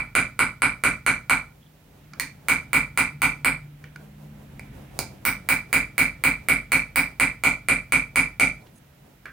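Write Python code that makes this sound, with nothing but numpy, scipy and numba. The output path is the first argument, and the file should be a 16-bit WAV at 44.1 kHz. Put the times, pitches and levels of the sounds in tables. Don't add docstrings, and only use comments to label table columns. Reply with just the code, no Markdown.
import sys
import numpy as np
from scipy import signal
from scipy.fft import rfft, irfft
from scipy.io import wavfile
from scipy.ndimage import uniform_filter1d, minimum_filter1d
from numba import njit

SR = 44100
rng = np.random.default_rng(int(sys.argv[2]) if len(sys.argv) > 2 else 0)


def wrap_up_sound(samples):
    columns = np.atleast_2d(samples).T
    tamed = np.clip(columns, -1, 1)
    steps = np.round(tamed * 32767).astype(np.int16)
    wavfile.write(sys.argv[1], SR, steps)


def natural_amplitude(level_db):
    exponent = np.asarray(level_db, float) / 20
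    return 10 ** exponent


N = 411012
LEAD = SR // 10


def shape(table, hz):
    f, v = np.transpose(table)
    return np.interp(np.log(hz + 1), np.log(f), v)


def colour(x, table):
    size = x.shape[-1]
    hz = np.arange(size // 2 + 1) * SR / size
    return irfft(rfft(x) * natural_amplitude(shape(table, hz)), size)


def unit(x):
    return x / np.sqrt(np.mean(x ** 2))


def walk(rate):
    hold = int(SR / rate)
    steps = np.repeat(rng.standard_normal(N // hold + 1), hold)
    return 1.3 * uniform_filter1d(uniform_filter1d(steps, hold), hold)[:N]


def two_sides(noise_pair, alike):
    mid, side = noise_pair
    return mid * np.sqrt(1 + alike) + np.outer([1, -1], side * np.sqrt(1 - alike))


def strike(times, db, modes, seconds, rise_s, detune, scatter_db):
    hz, mode_db, t60 = np.transpose(modes)
    t = np.arange(int(seconds * SR)) / SR
    decay = np.exp(-np.log(1000) * t / t60[:, None])
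    rise = 1 - np.exp(-(t / rise_s) ** 2)
    out = np.zeros(N + LEAD + len(t))
    chance = rng.standard_normal((len(times), 2, len(hz)))
    for s, g, (off_pitch, off_level) in zip(times, db, chance):
        tones = np.sin(2 * np.pi * np.outer(hz * (1 + detune * off_pitch), t)) * decay
        ring = natural_amplitude(mode_db + scatter_db * off_level) @ tones * rise
        i = int(s * SR) + LEAD
        out[i:i + len(t)] += natural_amplitude(g) * ring / np.abs(ring).max()
    return out[:N + LEAD]


def crack(times, db, table, t60, fresh):
    size = SR // 20
    fall = np.exp(-np.log(1000) * np.arange(size) / SR / t60)
    gain = natural_amplitude(shape(table, np.arange(size // 2 + 1) * SR / size))
    bursts = rng.standard_normal(size) + fresh * rng.standard_normal((len(times), size))
    for _ in range(4):
        bursts = irfft(gain * np.exp(1j * np.angle(rfft(bursts * fall))), size)
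    out = np.zeros(N + LEAD + size)
    for s, g, burst in zip(times, db, bursts * np.sqrt(fall)):
        i = int(s * SR) + LEAD
        out[i:i + size] += natural_amplitude(g - 5.0) * burst / np.sqrt(np.sum(burst ** 2) / 10)
    return out[:N + LEAD]


def contacts():
    # (time [s], sheet ring peak [dB], hammer face ring [dB], high when it lands off centre)
    blows = [(-0.096, -9.5, -44), (0.152, -14.5, -44.5), (0.392, -17, -51), (0.62, -16, -53),
             (0.8377, -15.5, -49), (1.064, -16, -50), (1.297, -16, -44.5), (2.4848, -14.5, -36.5),
             (2.7315, -12.5, -37), (2.9751, -14, -39), (3.2189, -14.5, -40.5), (3.4468, -15.5, -41.5),
             (5.252, -19, -28.5), (5.4888, -14.5, -31), (5.7288, -12.5, -35), (5.9804, -11.5, -32),
             (6.2383, -12, -35), (6.4861, -13, -38), (6.7196, -12, -37.5), (6.9588, -14, -31.5),
             (7.1987, -12, -41), (7.4373, -12, -39.5), (7.6858, -13.5, -48), (7.9222, -13, -43),
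             (8.1584, -12.5, -42.5), (8.3978, -11.5, -43.5)]
    # (time [s], sheet ring peak [dB], then above it: bowl [dB], shank [dB], punch [dB])
    touches = [
        (2.1353, -35, -1, -9, -17),
        (2.1982, -18, -9, -8.5, 0.5),
        (3.8412, -36, 1, -17, -18),
        (3.9605, -36.5, 9, -12, -10),
        (4.595, -28, -8.5, -19.5, -10),
        (4.9901, -21.5, 0, -2.5, 6),
        (9.2575, -31.5, -6, -20.5, -18),
    ]
    # (start [s], bowl ring [dB], drift as the punch walks [dB per s])
    runs = np.array([
        (-.2, -19, -0.06),
        (2.4, -22, -0.9),
        (5.2, -23.5, -0.68),
    ])
    s, db, face_db = np.transpose(blows)
    start, bowl_db, drift_db = runs[np.searchsorted(runs[:, 0], s) - 1].T
    bowl_db = bowl_db + drift_db * (s - start)
    shank_db = -38 + 0.21 * (face_db + 40)
    punch_db = -19.5 + 0.3 * (db + 14)
    full = np.array([s, db + 10, bowl_db - db, shank_db - db, punch_db - db, face_db - db]).T
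    light = np.array(touches)
    light_face_db = -17.5 + 1.3 * light[:, -1]
    rows = np.vstack([full, np.c_[light, light_face_db]])
    return rows[np.argsort(rows[:, 0])].T


def copper_sheet(s, db):
    # (frequency [Hz], level [dB], time to fall 60 dB [s])
    sheet_modes = [(2310, 0, .0135), (2140, -7, .012), (2500, -12, .01)]
    # (frequency [Hz], level [dB])
    sheet_treble = [(2600, 0), (3000, -4.5), (3500, -13.5), (5000, -9.5)]
    ring = strike(s, db, sheet_modes, 0.061, 0.0017, detune=0.004, scatter_db=1.5)
    return colour(ring, sheet_treble)


def pitch_bowl(s, db, bowl_db):
    # (frequency [Hz], level [dB], time to fall 60 dB [s])
    bowl_modes = [(1454, 31.5, 0.02), (1380, -22.5, 0.005), (1680, -9, 0.0045)]
    level_db = db + bowl_db + 7.5 + 0.26 * np.minimum(db - 1, 0)
    return strike(s, level_db, bowl_modes, .05, 0.0002, detune=0.0031, scatter_db=.8)


def punch_shank(s, db):
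    # (frequency [Hz], level [dB], time to fall 60 dB [s])
    shank_modes = [(4270, 0, .012), (4810, 0, .02)]
    # (frequency [Hz], level [dB])
    tick = [(2500, -23.5), (3300, -19.5), (3800, -2.5), (4300, -1.5), (5300, -4), (5800, -3), (7000, -4.5),
            (9000, -33.5)]
    ring = strike(s, db + 2.5, shank_modes, 0.04, 0.00052, detune=.004, scatter_db=4.5)
    return ring + crack(s, db + 17.5, tick, .025, fresh=0.69)


def steel_punch(s, db):
    # (frequency [Hz], level [dB], time to fall 60 dB [s])
    punch_modes = [(9380, 0, .015), (8600, -4, .006), (11150, -7, .018)]
    # (frequency [Hz], level [dB])
    snap = [(5000, -38.5), (6500, -12.5), (8000, 1), (9400, 4.5), (10800, -7.5), (12200, -8),
            (14000, -22.5)]
    ring = strike(s, db - 3.5, punch_modes, 0.058, 0.00073, detune=0.0033, scatter_db=6.0)
    return ring + crack(s, db + 10.5, snap, 0.0095, fresh=0.91)


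def hammer_face(s, db):
    # (frequency [Hz], level [dB], time to fall 60 dB [s])
    face_modes = [(15350, 0, .008), (13000, -6, .006)]
    # (frequency [Hz], level [dB])
    fizz = [(11000, -50), (12800, 1.5), (14200, 23), (15500, 12.5), (17000, -22)]
    ring = strike(s, db + 15.5, face_modes, .05, 0.0004, detune=.004, scatter_db=2.0)
    return ring + crack(s, db + 20, fizz, 0.033, fresh=1.2)


def thud(s, db):
    # (frequency [Hz], level [dB])
    thump = [(30, -21.5), (60, -9.5), (450, -15), (800, -2.5), (1150, -11), (1900, 1.5), (2700, -5.5),
             (3400, -41.5)]
    return crack(s, db + 14.0, thump, 0.0083, fresh=0.1823)


def bench_boom(s, db):
    # (frequency [Hz], level [dB], time to fall 60 dB [s])
    boom_modes = [(47.3, -5.5, 0.46), (92.4, -3.5, 0.087), (116.7, 7.5, 0.098), (150.3, -4, 0.32),
                  (173, -7, 0.33), (268, 7.5, 0.2), (236.1, -11.5, 0.39), (288, -0.5, 0.21),
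                  (467, -15.5, 0.33), (542, -0.5, 0.16)]
    return strike(s, db - 18.0, boom_modes, 0.48, 0.025, detune=0.0085, scatter_db=.5)


def workshop():
    # (frequency [Hz], time [s])
    room_t60 = [(50, 0.36), (130, 0.91), (300, 0.26), (740, 0.28), (1940, 0.24), (5120, 0.27),
                (13500, 0.16)]
    # (frequency [Hz], likeness [0-1])
    likeness = [(130, 0.99), (640, 0.9), (1400, 0.75), (3000, 0.69), (6000, 0), (15000, .05)]
    size, fill_s = SR // 2, 0.0041
    t = np.arange(size) / SR
    hz = np.arange(size // 2 + 1) * SR / size + 1
    pair = two_sides(rfft(rng.standard_normal((2, size))), np.clip(shape(likeness, hz), 0, 1))
    out = 0
    for centre in 44 * 2 ** np.arange(0, 9, .5):
        band = irfft(pair * np.maximum(1 - 2 * abs(np.log2(hz / centre)), 0), size)
        out = out + band * np.exp(-np.log(1000) * t / shape(room_t60, centre))
    return out * (1 - np.exp(-(t / fill_s) ** 2)) / np.sqrt(SR / 100)


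def echoes():
    # (delay [ms], level [dB])
    returns = [(7.9, -1.5), (11.1, -2.5), (14.7, -4.5), (17.3, -6), (23.2, 0.5), (32.1, -1.5), (37.0, -1),
               (43.0, -13), (50.5, -8), (73.3, -6.5)]
    sides_db, uneven_db, weak = 6.0, 7.0, 13
    ms, db = np.transpose(returns)
    chance = rng.standard_normal((4, len(ms) + weak))
    late_ms = 4.6 * (np.arange(weak) + .2 * chance[0, len(ms):])
    db = np.append(db, -16 - 0.2092 * late_ms + uneven_db * chance[1, len(ms):])
    at = (np.append(ms, 57 + late_ms) * SR / 1000).astype(int)
    out = np.zeros((2, SR // 5))
    out[0, at + np.round(3 * chance[2]).astype(int)] = natural_amplitude(db + sides_db * chance[3] / 2)
    out[1, at] = natural_amplitude(db - sides_db * chance[3] / 2)
    wall = signal.iirpeak(2310, 2310 / 900, fs=SR)
    return signal.lfilter(*wall, signal.lfilter(*wall, out))


def hammer():
    s, db, bowl_db, shank_db, punch_db, face_db = contacts()
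    weight_db = 0.6 * np.minimum(db + 12.5, 0)
    sheet = copper_sheet(s, db)
    rest = pitch_bowl(s, db, bowl_db)
    rest += punch_shank(s, db + shank_db)
    rest += steel_punch(s, db + punch_db)
    rest += hammer_face(s, db + face_db)
    rest += thud(s, db + 0.52 * bowl_db + 0.7 * weight_db)
    rest += clicks()
    boom = bench_boom(s, db + 0.12 * weight_db)

    now = (np.arange(N + LEAD) + 1 - LEAD) / SR
    latest = np.maximum(np.searchsorted(s, now) - 1, 0)
    reach = natural_amplitude(weight_db[latest])
    room = workshop()
    late = 1 - np.exp(-(np.arange(room.shape[1]) / SR / .085) ** 3)
    returns = (natural_amplitude(4.0) * late + natural_amplitude(-14)) * room
    returns[:, :SR // 5] += echoes()
    wet = signal.fftconvolve((reach * sheet)[None], returns, axes=1)
    wet += natural_amplitude(-0.5) * signal.fftconvolve((reach * rest)[None], room, axes=1)
    return (wet[:, :N + LEAD] + sheet + rest + boom)[:, LEAD:]


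def note(table, waver, flicker_db):
    s, hz, db = np.transpose(table)
    t = np.arange(N) / SR
    pitch = np.interp(t, s, hz) * (1 + waver * walk(32))
    level_db = np.interp(t, s, db) + flicker_db * walk(39)
    return np.sqrt(2) * np.sin(2 * np.pi * np.cumsum(pitch) / SR) * natural_amplitude(level_db)


def spread(table, alike, flicker_db, rate):
    pair = two_sides(colour(rng.standard_normal((2, N)), table), alike)
    return unit(pair) * natural_amplitude(flicker_db * walk(rate))


def traffic():
    # (time [s], level above the quiet street [dB])
    nearness = [(0, 0), (1.6, 0.5), (2.2, 6.5), (3.6, 5.5), (4.2, 6), (4.8, 10.5), (5.5, 8), (6.5, 6.5),
                (8.6, 3.5), (9.32, 2.5)]
    # (time [s], frequency [Hz], level [dB])
    drone = [(1.2, 155.4, -68), (2.1, 149.6, -54), (3.6, 146.3, -45), (4.3, 150.3, -46), (4.5, 141, -48.5),
             (5.5, 134, -57), (6.5, 146.4, -76), (8.8, 140.5, -59.5), (9.32, 141.8, -59)]
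    # (time [s], frequency [Hz], level [dB])
    whine = [(3.8, 183.6, -77), (4.05, 205, -51.5), (4.3, 214, -49), (4.55, 211.8, -54),
             (4.9, 200.4, -57.5), (5.4, 188.5, -50), (5.8, 185, -69.5)]
    # (frequency [Hz], level [dB])
    rumble = [(25, -26), (50, 4.5), (100, 2), (200, -1), (320, -6), (500, -55)]
    # (frequency [Hz], level [dB])
    road = [(150, -23), (300, 0), (600, -1), (1000, -6), (1600, -22.5)]
    # (frequency [Hz], level [dB])
    tyres = [(700, -32), (1300, 8), (2400, 6), (4000, -3.5), (6000, -44)]
    near_db = np.interp(np.arange(N) / SR, *np.transpose(nearness))
    out = note(drone, 0.0076, 3.0) + note(whine, 0.014, 1.3)
    out = out + natural_amplitude(-59 + 1.34 * near_db) * spread(rumble, .96, 1.2, 10)
    out = out + natural_amplitude(-62.5 + 0.9751 * near_db) * spread(road, 0.33, 2.7, 22)
    return out + natural_amplitude(-68 + 1.15 * near_db) * spread(tyres, 0.27, 1.17, 3.2)


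def scrapes():
    # (time [s], length [s], frequency [Hz], width [Hz], level [dB])
    rubs = [
        (1.602, 0.094, 3360, 400, -63.5),
        (1.701, .1, 3200, 510, -84),
        (1.946, 0.14, 3040, 1520, -69.5),
        (8.6, .04, 4200, 400, -64),
        (8.662, 0.034, 3010, 3000, -55.5),
        (8.736, 0.065, 6500, 666, -66),
        (8.727, 0.084, 9540, 2580, -61.5),
    ]
    out, t = np.zeros(N), np.arange(N) / SR
    for s, length, hz, width, db in rubs:
        band = signal.butter(2, [hz - width / 2, hz + width / 2], "band", fs=SR, output="sos")
        swell = np.sin(np.pi * np.clip((t - s) / length, 0, 1))
        out += natural_amplitude(db) * swell * unit(signal.sosfilt(band, rng.standard_normal(N)))
    return out * natural_amplitude(4.1 * walk(150))


def clicks():
    # (time [s], peak [dB], lower ring [Hz], upper ring [Hz], knock above peak [dB])
    light_contacts = [
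        (2.1336, -34, 1360, 2530, -35),
        (2.198, -13, 1900, 2640, -31),
        (3.8407, -29, 1830, 2400, -37),
        (3.9593, -26.5, 1475, 2780, -32),
        (4.595, -32.5, 1380, 2180, -15.5),
        (4.9912, -23.5, 1500, 4100, -5.5),
        (9.256, -21, 1600, 4500, -35),
    ]
    # (frequency [Hz], level [dB])
    knock = [(60, -14), (150, 4.5), (400, -1.5), (900, -2.5), (1500, -11.5), (2500, -24)]
    s, db, low_hz, high_hz, knock_db = np.transpose(light_contacts)
    out = crack(s, db + knock_db + 24.0, knock, .02, fresh=1.2)
    for k in range(len(s)):
        rings = [(low_hz[k], -1.5, .02), (high_hz[k], -1.5, .014)]
        out += strike(s[k:k + 1], db[k:k + 1] - 4, rings, .05, 0.00016, detune=.001, scatter_db=22.0)
    return out


def scene():
    return hammer() + traffic() + scrapes()


def microphone(dry):
    # (frequency [Hz], level [dB])
    shade = [(200, 0), (700, -1.2), (1500, -3.5), (3000, -4), (5000, -6.5), (10000, -7.5), (16000, -6.5)]
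    # (frequency [Hz], level [dB])
    hiss = [(500, -2.5), (3000, -5), (5500, -8.5), (9000, -11), (16000, -5.5)]
    # (frequency [Hz], level [dB])
    top_edge = [(15900, -1), (16300, -25.5), (17000, -26.5), (17600, -55)]
    x = np.array([colour(dry[0], shade), dry[1]])
    hiss_db = -60.5 + np.array([[-2.2], [1.5]])
    x = x + natural_amplitude(hiss_db) * spread(hiss, 0.0307, .3, 1.6)
    return colour(x, top_edge)


@njit
def follow(peak, fall):
    out, e = np.empty(len(peak)), 0.
    for i in range(len(peak)):
        e = max(peak[i], e * fall)
        out[i] = e
    return out


def limiter(x):
    threshold_db, release_db_per_s = -5.5, 280
    ahead = int(0.0029 * SR)
    peak = -minimum_filter1d(-np.abs(x).max(axis=0), size=2 * ahead + 1)
    over = np.maximum(follow(peak, natural_amplitude(-release_db_per_s / SR)) / natural_amplitude(threshold_db), 1)
    return x * uniform_filter1d(over ** -.85, size=ahead)


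def low_pass(x):
    return signal.sosfilt(signal.butter(12, 17010, fs=SR, output="sos"), x)


def record(dry):
    mix = limiter(microphone(dry))
    return low_pass(mix)


dry = scene()
out = record(dry)
wrap_up_sound(out)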